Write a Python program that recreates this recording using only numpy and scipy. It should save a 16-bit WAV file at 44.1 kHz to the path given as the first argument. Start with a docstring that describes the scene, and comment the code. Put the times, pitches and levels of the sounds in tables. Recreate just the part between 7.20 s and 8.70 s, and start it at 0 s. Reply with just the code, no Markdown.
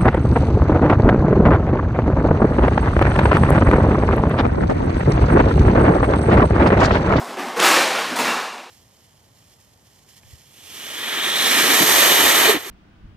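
"""Living room, hard floor: a tall tower of small empty cardboard boxes, a few metres from a mono phone.
First the boxes slip and knock as the tower leans. At about 0.4 s the column crashes down and tumbles,
with corner clicks and faint floor thuds. Near 1 s a second batch drops and settles.
Each knock is a crack of card plus short panel tones, blurred by the bare room on its way to the mic."""
import sys
import numpy as np
from scipy import signal
from scipy.fft import rfft, irfft, next_fast_len
from scipy.io import wavfile

SR = 44100
rng = np.random.default_rng(int(sys.argv[2]) if len(sys.argv) > 2 else 0)


def unload_wav(signal):
    """Save mono or channel-first audio to the path in sys.argv[1] as 16-bit WAV at rate SR, clipped to [-1, 1]."""
    wavfile.write(
        sys.argv[1],
        SR,
        np.round(np.clip(np.atleast_2d(signal).T, -1, 1) * 32767).astype(np.int16),
    )


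N = 66150
LEAD = 13230  # samples before time zero, so the boxes are already slipping at the start


def undb(db):
    """Decibels to gain."""
    return 10 ** (np.asarray(db) / 20)


def unit(x):
    """Scale to unit energy."""
    return x / np.sqrt(np.sum(x ** 2, axis=-1, keepdims=True) + 1e-18)


def fade(t, t60):
    """Exponential decay, 60 dB down after t60 seconds."""
    return np.exp(-np.log(1000) * t / t60)


def add(track, start_s, x):
    """Mix x in at start_s; the track begins LEAD samples before zero."""
    i = max(int(start_s * SR) + LEAD, 0)
    part = x[:max(len(track) - i, 0)]
    track[i:i + len(part)] += part


def colour(x, points):
    """Minimum-phase filter through (freq_hz, gain_db) points."""
    hz, db = np.array(points, float).T
    n = 2 * next_fast_len(x.shape[-1])
    bins_hz = np.arange(n // 2 + 1) * SR / n
    gain = undb(np.interp(np.log(bins_hz + 1), np.log(hz), db))
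    cepstrum = irfft(np.log(gain))
    cepstrum[1:n // 2] *= 2
    cepstrum[n // 2 + 1:] = 0
    return irfft(rfft(x, n) * np.exp(rfft(cepstrum)))[..., :x.shape[-1]]


# Decay of the bare living room: band_hz, t60_s
ROOM_DECAY = [(150, 0.59), (500, 0.83), (1500, 0.79), (4000, 1), (8000, 0.81), (15000, 0.47)]
def room(x, wet_db=0, gap_s=0.0037, build_s=0.0031, early_span_s=.028, reflections=14, size=32768):
    """From one spot to the mic: direct sound, near reflections and a diffuse tail that dulls as it dies."""
    t, hz = np.arange(size) / SR, np.arange(size // 2 + 1) * SR / size
    bands_hz, t60s = np.array(ROOM_DECAY).T
    noise, tail = rfft(rng.standard_normal(size)), 0
    for band, t60_s in zip(np.eye(len(bands_hz)), t60s):
        band_gain = np.interp(np.log(hz + 1), np.log(bands_hz), band)
        tail = tail + irfft(noise * band_gain) * fade(t, t60_s)
    tail *= 1 - np.exp(-np.maximum(t - gap_s, 0) / build_s)
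    early, strengths = np.zeros(size), rng.standard_normal(reflections)
    delays_s = gap_s + early_span_s * rng.random(reflections)
    early[(delays_s * SR).astype(int)] = strengths
    response = undb(wet_db) * (undb(3.5) * unit(tail) + undb(-2.5) * unit(early))
    response[0] += 1  # direct path
    return signal.fftconvolve(x, unit(response))[:len(x)]


# The floor under the heaviest blows: start_s, relative_level_db
FLOOR_THUDS = [(0.397, -39), (0.423, -39), (0.489, -39), (.54, -46), (.61, -49), (0.748, -42), (.987, -41),
               (1.075, -50), (1.161, -49)]
def floor_thuds(pitch_hz=86, t60_s=0.074, attack_s=.004, size=12000):
    """The floor gives a faint thump of three scattered low tones, heard across the room."""
    out, t = np.zeros(LEAD + N), np.arange(size) / SR
    envelope = fade(t, t60_s) * (1 - np.exp(-t / attack_s))
    for start_s, level_db in FLOOR_THUDS:
        tones_hz = pitch_hz * np.exp(0.28 * rng.standard_normal((3, 1)))
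        thump = np.sin(2 * np.pi * tones_hz * t).sum(0)
        add(out, start_s, undb(level_db) * unit(thump * envelope))
    return room(out)


# Sharp corner strikes: start_s, relative_level_db
CORNER_SNAPS = [(0.401, -19), (0.429, -27), (0.466, -33), (0.99, -35)]
def corner_snaps(t60_s=0.0087, size=1024):
    """A stiff corner gives a short bright click that reaches the mic with less room on it."""
    out, t = np.zeros(LEAD + N), np.arange(size) / SR
    for start_s, level_db in CORNER_SNAPS:
        burst = rng.standard_normal(size) * fade(t, t60_s)
        click = colour(burst, [(500, -1), (2500, 5.5), (8500, 3), (14000, -15)])
        add(out, start_s, undb(level_db) * unit(click))
    return room(out, wet_db=-7)


# Panel modes of a typical box: pitch_hz, relative_level_db, t60_s
BOX_MODES = [(364.3, -9, 0.033), (485, -6, 0.072), (692.6, -1.5, 0.059), (933.7, 2, 0.05),
             (1299, 1.5, 0.036), (1607, -5.5, 0.087), (2156, -1, 0.02), (3090, -9.5, 0.0091)]
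# Spectrum of the crack of card: freq_hz, gain_db
CRACK_SPECTRUM = [(40, -53), (80, -34), (130, -19), (190, -7), (330, -1.5), (1000, 2), (2400, 0.5),
                  (5000, -3), (8500, -8.5), (15000, -16)]
def knocks(count, size_spread=0.1585, crack_db=-1.5, crack_t60_s=0.015, size=2048):
    """Knocks of unit energy: a crack plus panel tones, pitched by the size of each box and weighted by where it
    is hit."""
    t = np.arange(size) / SR
    pitch_ratio = np.exp(size_spread * rng.standard_normal((count, 1)))
    panels = 0
    for pitch_hz, level_db, t60_s in BOX_MODES:
        detune, weight = rng.standard_normal((2, count, 1))
        tone = np.sin(2 * np.pi * pitch_hz * pitch_ratio * (1 + 0.054 * detune) * t)
        panels = panels + undb(level_db) * weight * unit(tone * fade(t, t60_s))
    crack = colour(rng.standard_normal((count, size)) * fade(t, crack_t60_s), CRACK_SPECTRUM)
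    return unit(unit(panels) + undb(crack_db) * unit(crack))


def contact(x, bass_db, bite_db, treble_db):
    """Flat faces land with more bass, edges and corners with more bite and treble."""
    return colour(x, [(330, bass_db), (900, 0), (2800, bite_db), (11000, treble_db)])


# Runs of small knocks; a negative fade swells:
# start_s, length_s, level_db, fade_db, bass_db, bite_db, treble_db
KNOCK_SHOWERS = [(-.15, 0.26, -29, 11.5, 0.5, -5.5, -1), (0.073, 0.076, -33, 2, 8, -1.5, -2.5),
                 (0.17, 0.12, -26, 6, 1, -5.5, -3.5), (0.286, 0.098, -30.5, -15, 7, -2, -1.5),
                 (0.368, .028, -20.5, 1, 8, -6, -1), (.395, .033, -18.5, 4, 3.5, 8.5, 2.5),
                 (0.427, .05, -13, 1, -2.5, 2.5, 8), (.478, .095, -15.5, 8.5, -0.5, 0.5, 3.5),
                 (.57, .085, -21.5, 3, -6.5, -3, -5), (0.668, 0.16, -25.5, 7.5, 1.5, 0, 0),
                 (0.838, .1, -27, 3, 1.5, 1.5, -2), (.958, .03, -20.5, 12, -5, 2, 5),
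                 (.987, 0.034, -20.5, 12, 2.5, 5, 3), (1.045, 0.062, -20.5, 24, 3, 0, -2),
                 (1.11, .15, -25.5, 12, -14, -7.5, -4), (1.269, .23, -43, 5, 2, -6, -2)]
def showers(count=36, spread_db=4.5, spot_count=9):
    """Boxes pile onto each other in uneven runs that mostly weaken; one track per spot on the floor."""
    spots = np.zeros((spot_count, LEAD + N))
    steps = np.tile(np.linspace(-2, 2, 6), (count // 6, 1))  # every six knocks span soft to hard
    for start_s, length_s, level_db, fade_db, *tone_db in KNOCK_SHOWERS:
        progress = (np.arange(count) + rng.random(count)) / count
        uneven_db = spread_db * rng.permuted(steps, axis=1).ravel()
        strength = undb(level_db) * np.sqrt(length_s * SR) * unit(undb(uneven_db - fade_db * progress))
        for k, knock in enumerate(contact(knocks(count), *tone_db)):
            add(spots[k % spot_count], start_s + progress[k] * length_s, strength[k] * knock)
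    return spots


# Single boxes that stand out at the mic, each with a boom and a landing:
# start_s, relative_level_db, bass_db, bite_db, treble_db, boom_offset_db, boom_hz
BOX_LANDINGS = [(.002, -30, -11, -30, -3, -6.5, 239), (.076, -36, 6, -5, -10, 1.5, 247),
                (.170, -28.5, 7, -4, -16, 0, 367), (.191, -28, -1, 0.5, -13, -1.5, 282),
                (.26, -30, 1.5, -1, -3, -3, 243), (.3635, -20, -2.5, -5.5, -4, -2.5, 482.5),
                (.392, -22.5, -1, 3, -3, -2, 374), (.4235, -13, 3.5, -2, 3, -14, 325),
                (.436, -17.5, -17, 8.5, 3.5, -3, 354), (.499, -20.5, 5.5, 2.5, -7, -1, 325.6),
                (0.539, -18, 5, 5, 1, -15, 320), (.562, -15, 3, -0.5, 0, -14, 243),
                (0.603, -15.5, -17, -3, -2.5, -20, 250), (.751, -25.5, 7.5, 7, -8, -25, 245),
                (.786, -21.5, -6, -2, 1, -18.5, 227), (.905, -28, 8, -3, -3, -1.5, 245.3),
                (.987, -20, 7, -5.5, 3, -7, 244.7), (1.078, -19, 1, 1, -4, -7.5, 239.7),
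                (1.161, -25, -14, -2.5, -14, -10, 252), (1.235, -33, 3.5, 0.5, -5, -12, 248),
                (1.325, -34.5, 0, -11, -3, -11.5, 242), (1.378, -41, -2, 3.5, 1, -2.5, 253)]
def hollow_booms(t60_s=0.29, attack_s=0.0042, size=15000):
    """The air inside a landing box swells into a short hollow note."""
    out, t = np.zeros(LEAD + N), np.arange(size) / SR
    envelope = fade(t, t60_s) * (1 - np.exp(-t / attack_s))
    for start_s, level_db, *_, boom_offset_db, boom_hz in BOX_LANDINGS:
        boom = np.sin(2 * np.pi * boom_hz * t) * envelope
        add(out, start_s, undb(level_db + boom_offset_db) * unit(boom))
    return out


def landings(count=4, rock_s=.004, edge_db=-5, rebound_db=-3, spot_count=9):
    """A box touches with an edge, slaps onto its face and skips on; one track per spot on the floor."""
    spots = np.zeros((spot_count, LEAD + N))
    strength = undb(np.r_[edge_db, rebound_db * np.arange(count - 1)])
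    for start_s, level_db, *tone_db, _, _ in BOX_LANDINGS:
        gaps_s = rock_s * rng.uniform(.5, 1.5, count)
        places = rng.permutation(spot_count)
        for k, knock in enumerate(contact(knocks(count), *tone_db)):
            add(spots[places[k]], start_s + gaps_s[:k].sum(), undb(level_db) * strength[k] * knock)
    return spots


def scene(blow_db=29):
    """Each spot on the floor has its own path through the room to the mic; both channels are the same."""
    spots = showers() + undb(blow_db) * landings()
    heard = sum(room(spot) for spot in spots)
    heard += undb(blow_db) * (hollow_booms() + corner_snaps() + floor_thuds())
    return np.array([heard[LEAD:], heard[LEAD:]])


# Response of the phone microphone: freq_hz, gain_db
MIC_RESPONSE = [(25, -32), (42, -29), (65, -24.5), (95, -21.5), (130, -9.5), (190, 0), (260, -2), (700, -1),
                (1200, -1.5), (14000, -3)]
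def record(dry, top_hz=15300):
    """The phone, a few metres off, rounds the highest peaks, thins the bass and cuts the top."""
    coloured = colour(np.tanh(dry), MIC_RESPONSE)
    lowpass = signal.ellip(12, .2, 80, top_hz, fs=SR, output="sos")
    return signal.sosfilt(lowpass, coloured)


dry = scene()
out = record(dry)
unload_wav(out)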